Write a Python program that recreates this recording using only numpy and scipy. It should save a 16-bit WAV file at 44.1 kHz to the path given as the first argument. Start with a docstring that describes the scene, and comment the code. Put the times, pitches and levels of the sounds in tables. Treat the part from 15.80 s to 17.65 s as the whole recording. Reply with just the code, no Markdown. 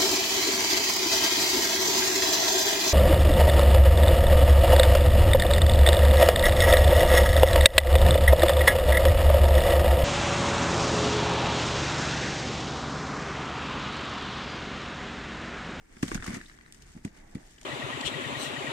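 """A faint rustle in a quiet wood breaks into a short scuffle: pheasants in dry bracken and dead leaves.
Dull thumps and crunching litter give way to light rustling, small twig ticks and two more thumps.
Each thump is a soft low pulse and a short shudder, with a brief crunch of leaves and stalks on top.
The litter breaks in tiny grains, twigs snap and ring, fronds swish and small stems patter.
A low rumble swells under the scuffle, and faint woodland air lies under it all."""
import sys
import numpy as np
from scipy import signal
from scipy.io import wavfile

SR = 44100
rng = np.random.default_rng(int(sys.argv[2]) if len(sys.argv) > 2 else 0)


def put_to_file(sound):
    """Save the sound as 16-bit audio at rate SR, in the file named by the first command-line argument."""
    columns = np.atleast_2d(sound).T  # one column per channel
    safe = np.clip(columns, -1, 1)
    whole_steps = np.round(safe * 32767)
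    wavfile.write(sys.argv[1], SR, whole_steps.astype(np.int16))


N = 81585
T = np.arange(N) / SR

# Tone of the woodland air: frequency_hz, relative_db
AIR_COLOUR = [(20, 7.5), (50, -1), (100, -16), (220, -11.5), (330, -13), (500, -23), (900, -20),
              (1800, -49.5), (3000, -41), (8000, -43.5), (15000, -44)]
# Stereo width of the noise layers: frequency_hz, left_right_correlation
STEREO_LIKENESS = [(60, 1), (150, 1), (300, 0.53), (600, -0.76), (1200, 0.61), (2200, -0.24), (4000, 0.07),
                   (7000, -0.12), (15000, -.1)]

# Level ride of the rustling litter: time_s, leaf_db, stalk_db
RUSTLE_LEVELS = [(0, -71.5, -65.5), (.09, -69.5, -60.5), (.14, -63.5, -57.5), (.22, -57.5, -59),
                 (.245, -49.5, -46.5), (.30, -51, -55), (.36, -45, -45.5), (.395, -60, -50),
                 (.44, -50.5, -51.5), (.48, -48.5, -46), (.52, -49.5, -42), (.555, -46, -39.5),
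                 (.60, -60, -54), (.66, -59.5, -60.5), (.76, -65, -61), (.90, -67.5, -61.5),
                 (.95, -62, -64), (1.06, -66, -61), (1.125, -61.5, -62.5), (1.22, -70.5, -66.5),
                 (1.26, -59.5, -60), (1.31, -71.5, -65), (1.375, -61.5, -57.5), (1.46, -70, -63.5),
                 (1.53, -65.5, -61), (1.60, -64.5, -60.5), (1.71, -60, -64.5), (1.79, -65, -63),
                 (1.85, -57, -65)]
# Single crunches, a woody crack with a crisp top: start_s, decay_s, stalk_db, leaf_db
LITTER_CRUNCHES = [(0.166, 0.0045, -43.5, -58), (0.2255, 0.0072, -29, -32), (0.2792, 0.0058, -36, -41),
                   (0.289, 0.0031, -45, -45), (0.3107, 0.001, -50, -43), (0.3132, 0.0099, -32.5, -46),
                   (0.3441, 0.0047, -31, -33), (0.3516, 0.0024, -33.5, -39), (0.4240, 0.007, -38.5, -60),
                   (0.4415, 0.008, -53, -44.5), (0.4633, 0.0041, -32, -37.5), (0.4751, 0.0056, -33.5, -43),
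                   (0.5034, 0.0026, -47, -47), (0.5429, 0.0059, -34, -41.5), (0.9229, 0.0022, -59, -41.5),
                   (0.944, 0.0062, -57, -52.5), (1.0209, 0.004, -74, -48), (1.1708, 0.013, -54.5, -61),
                   (1.249, 0.0034, -42.5, -40.5), (1.5359, 0.0025, -53, -75),
                   (1.5482, 0.0074, -46.5, -48.5), (1.812, 0.0052, -54, -48), (1.8302, 0.0021, -55, -45)]
# Crisp tone of dry leaves: frequency_hz, relative_db
LEAF_COLOUR = [(1500, -47), (2600, 0.5), (3300, 2), (4000, -0.5), (4600, -0.5), (5500, 3.5), (6500, 2.5),
               (8000, 2.5), (10000, -11.5), (12500, -14), (15000, -16.5)]
# Woody tone of stalks: frequency_hz, relative_db
STALK_COLOUR = [(350, 15), (520, -0.5), (750, -2.5), (1100, 1), (1500, 7), (2000, 9), (2600, -1),
                (3500, -12.5), (6000, -68)]
# Panning of litter and fronds, band by band: frequency_hz, left_minus_right_db
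LITTER_PAN = [(350, -1.5), (650, -17), (1290, 2.5), (2200, 1.5), (4400, -1.5), (8120, 6.5), (10500, -4.5),
              (13000, 1)]

# Level ride of the low rumble: time_s, level_db
RUMBLE_LEVELS = [(0, -75), (.22, -54.5), (.30, -44), (.36, -39.5), (.41, -41.5), (.45, -56), (.49, -40.5),
                 (.57, -65), (.62, -56.5), (.92, -61.5), (1.02, -51), (1.09, -57), (1.85, -61.5)]
# Tone of the rumble: frequency_hz, relative_db
RUMBLE_TONE = [(20, 20), (45, 14.5), (90, 7.5), (170, 9.5), (320, -14), (480, -55), (900, -53)]
# Soft blows of the moving birds: crest_s, level_db, pitch_hz, shudder_db
THUMP_HITS = [(0.1700, -41, 217, -67), (0.2324, -14, 233.4, -30.5), (0.318, -25, 290, -43),
              (0.3555, -22.5, 190, -42), (0.483, -25, 171, -36.5), (0.5085, -36, 195, -40.5),
              (0.5382, -28.5, 200, -42.5), (0.57, -29, 211, -43), (1.1541, -39, 194, -62),
              (1.1670, -33.5, 195, -49), (1.2527, -21.5, 211.5, -37), (1.5556, -23.5, 198, -38)]

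# Twigs that tick: start_s, level_db, pitch_hz
TWIG_TICKS = [(0.231, -26, 1080), (0.3158, -25.5, 1050), (0.3765, -31.5, 1468), (0.4008, -38, 1670),
              (0.424, -31, 1600), (0.4418, -30.5, 1352), (0.4617, -33.5, 1156), (0.6127, -33.5, 1760),
              (0.637, -49, 1940), (0.6596, -45, 3640), (0.664, -48, 3840), (0.6974, -40, 1780),
              (0.714, -46.5, 1710), (0.775, -51, 2080), (0.7876, -44, 1489), (0.8105, -44.5, 2004),
              (0.8618, -43.5, 1763), (1.248, -37.5, 2050), (1.2776, -45, 1910), (1.554, -42.5, 1980),
              (1.5812, -48.5, 1927), (1.7835, -45, 3050)]
# Ringing modes of a twig: pitch_ratio, relative_db
TWIG_PARTIALS = [(.72, -12), (1.001, -0.5), (1.17, -8), (1.551, -17), (2.2, -13.5)]
# Soft brushes through the fronds: crest_s, half_width_s, level_db
FROND_SWISHES = [(.33, .04, -56), (0.504, 0.02, -56), (1.168, 0.021, -64), (1.255, .012, -57.5),
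                 (1.428, 0.097, -65), (1.555, 0.027, -63.5), (1.628, 0.069, -65), (1.83, 0.005, -56.5)]
# Dull tone of brushed fronds: frequency_hz, relative_db
FROND_COLOUR = [(300, -2), (520, -1), (900, 0.5), (1300, -17), (2000, -49), (3000, -30)]
# Level ride of the pattering stems: time_s, level_db
PATTER_LEVELS = [(0, -96), (.3, -66), (.56, -54), (.66, -65), (.9, -67), (1.1, -71.5), (1.38, -73),
                 (1.85, -67.5)]

PAN_SPLIT = np.array([[.5], [-.5]])   # half of a pan's dB lifts the left, half lowers the right
WOOD_PAN_DB = 3   # twigs and stems sit a little to the left


def from_db(db):
    """Decibels to gain."""
    return 10 ** (np.asarray(db) / 20)


def rms_one(x):
    """Scale to rms 1."""
    return x / np.sqrt(np.mean(x ** 2) + 1e-20)


def ride(rows):
    """Fader curves: straight lines through timed points, one curve for each level column."""
    times, *columns = np.transpose(rows)
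    return [np.interp(T, times, column) for column in columns]


def at_hz(points, hz):
    """Read a curve on a log-frequency axis."""
    frequencies, values = np.transpose(points)
    return np.interp(np.log(hz), np.log(frequencies), values)


def band(x, low_hz, high_hz, order=2):
    """Butterworth band-pass."""
    edges_hz = [low_hz, min(high_hz, SR / 2 - 100)]
    return signal.sosfilt(signal.butter(order, edges_hz, "band", fs=SR, output="sos"), x + 1e-18)


def drift(rate_hz):
    """A smooth random wobble of rms 1."""
    pole = np.exp(-2 * np.pi * rate_hz / SR)
    return rms_one(signal.lfilter([1], [1, -2 * pole, pole * pole], rng.standard_normal(2 * N))[N:])


def swell(start_s, rise_s, decay_s):
    """A straight attack, then an exponential tail."""
    age = np.maximum(T - start_s, 0)
    return np.minimum(age / rise_s, 1) * np.exp(-np.maximum(age - rise_s, 0) / decay_s)


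def grains(per_s, spread_db):
    """Random tiny fractures of uneven size, as four uncorrelated streams that share their timing."""
    sizes = from_db(spread_db * np.minimum(rng.exponential(1, N), 5))
    breaks = rng.random(N) < per_s / SR
    return rms_one(sizes * breaks * rng.standard_normal((2, 2, N)))


def coloured(drive, colour, pan_curve=None, flicker_db=0):
    """Third-octave EQ that turns two white mid/side pairs into stereo at about the same level."""
    out, power = 0, 0
    edges_hz = 18 * 2 ** (np.arange(31) / 3)
    for k, (low, high) in enumerate(zip(edges_hz, edges_hz[1:])):
        hz = np.sqrt(low * high)
        if not colour[0][0] / 2 < hz < colour[-1][0] * 2:
            continue
        mid, side = band(drive[k % 2], low, high, order=3 if hz > 1000 else 2)
        alike = np.clip(at_hz(STEREO_LIKENESS, hz), -1, 1)
        stereo = np.sqrt(1 + alike) * mid + np.sqrt(1 - alike) * side * [[1], [-1]]
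        gain = from_db(at_hz(colour, hz))
        pan = from_db(PAN_SPLIT * at_hz(pan_curve, hz)) if pan_curve else 1
        flicker = from_db(flicker_db * drift(rate_hz=92)) if flicker_db else 1
        out += gain * pan * flicker * stereo
        power += 2 * gain ** 2 * (high - low) / (SR / 2)
    return out / np.sqrt(power)


def woodland_air():
    """The quiet wood: a faint, steady bed of dark noise."""
    return from_db(-58) * coloured(rng.standard_normal((2, 2, 2 * N)), AIR_COLOUR)[:, N:]


def litter():
    """Leaves and stalks break in tiny grains: a clumpy running rustle, with sharp crunches on top."""
    leaf_db, stalk_db = ride(RUSTLE_LEVELS)
    clumps_db = drift(rate_hz=21)
    cracks, crisps = np.zeros((2, N))
    for start_s, decay_s, crack_db, crisp_db in LITTER_CRUNCHES:
        envelope = swell(start_s, rise_s=0.19 * decay_s, decay_s=decay_s)
        cracks += from_db(crack_db) * envelope
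        crisps += from_db(crisp_db) * envelope
    out = 0
    for colour, level_db, bursts in (LEAF_COLOUR, leaf_db, crisps), (STALK_COLOUR, stalk_db, cracks):
        rustle = from_db(level_db + clumps_db) * grains(per_s=7000, spread_db=2.5)
        crunch = bursts * grains(per_s=12000, spread_db=0.5)
        # Each leaf favours bands of its own, so the tone flickers.
        out += coloured(rustle + crunch, colour, LITTER_PAN, flicker_db=1.61)
    return out


def rumble():
    """Low, uneven buffeting that gives the scuffle its weight."""
    level_db, = ride(RUMBLE_LEVELS)
    return from_db(level_db) * coloured(rng.standard_normal((2, 2, N)), RUMBLE_TONE)


def thumps():
    """Each soft blow gives a low pulse of under two cycles, sinking in pitch, and a short shudder."""
    rise_cycles, fall_cycles, sag_cycles = 0.46, 0.69, 3.8
    out = np.zeros(N)
    for crest_s, level_db, pitch_hz, shudder_db in THUMP_HITS:
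        cycles = (T - crest_s) * pitch_hz
        before, after = np.minimum(cycles, 0), np.maximum(cycles, 0)
        phase = 2 * np.pi * (before + sag_cycles * np.log1p(after / sag_cycles))
        pulse = np.cos(phase) * np.exp(-(before / rise_cycles) ** 2 - (after / fall_cycles) ** 2)
        shudder = rms_one(band(rng.standard_normal(N), low_hz=106.5, high_hz=262))
        shudder *= swell(crest_s, rise_s=0.008, decay_s=0.015)
        out += from_db(level_db) * pulse + from_db(shudder_db) * shudder
    return out


def twigs():
    """A tiny snap sets a few heavily damped modes of a twig ringing."""
    rise_s, ring_decay_s, snap_decay_s = 0.00058, 0.0022, 0.0016
    out = np.zeros((2, N))
    snap_noise = from_db(-18) * rms_one(band(rng.standard_normal((2, N)), low_hz=900, high_hz=6000))
    for start_s, level_db, pitch_hz in TWIG_TICKS:
        modes = sum(from_db(mode_db) * np.sin(2 * np.pi * (pitch_hz * ratio * T + rng.random((2, 1))))
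                    for ratio, mode_db in TWIG_PARTIALS)
        ring = modes * swell(start_s, rise_s, ring_decay_s)
        snap = snap_noise * swell(start_s, rise_s, snap_decay_s)
        out += from_db(level_db) * (ring + snap)
    return out * from_db(WOOD_PAN_DB * PAN_SPLIT)


def fronds():
    """Brushed fronds give dull swishes that swell and fade smoothly."""
    envelope = sum(from_db(level_db) * np.exp(-((T - crest_s) / half_width_s) ** 2)
                   for crest_s, half_width_s, level_db in FROND_SWISHES)
    return envelope * coloured(rng.standard_normal((2, 2, N)), FROND_COLOUR, LITTER_PAN)


def stem_patter():
    """Many tiny knocks of stems, all ringing in one narrow woody range."""
    level_db, = ride(PATTER_LEVELS)
    knocks = grains(per_s=500, spread_db=2)[0]
    ring = rms_one(band(knocks, low_hz=1654, high_hz=2000))
    return from_db(level_db + WOOD_PAN_DB * PAN_SPLIT) * ring


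def scene():
    """The low layers come from the right, reaching the left later; the litter crackles all round."""
    left_lag_s = 0.00034
    left, right = thumps() + rumble() + woodland_air()
    lows = np.array([np.interp(T - left_lag_s, T, left), right])
    return lows + litter() + twigs() + stem_patter() + fronds()


def record(dry):
    """A steep low-pass takes the very top off the mix."""
    stop_hz, stop_db = 16000, 55
    return signal.sosfilt(signal.cheby2(14, stop_db, stop_hz, fs=SR, output="sos"), dry)


dry = scene()
out = record(dry)
put_to_file(out)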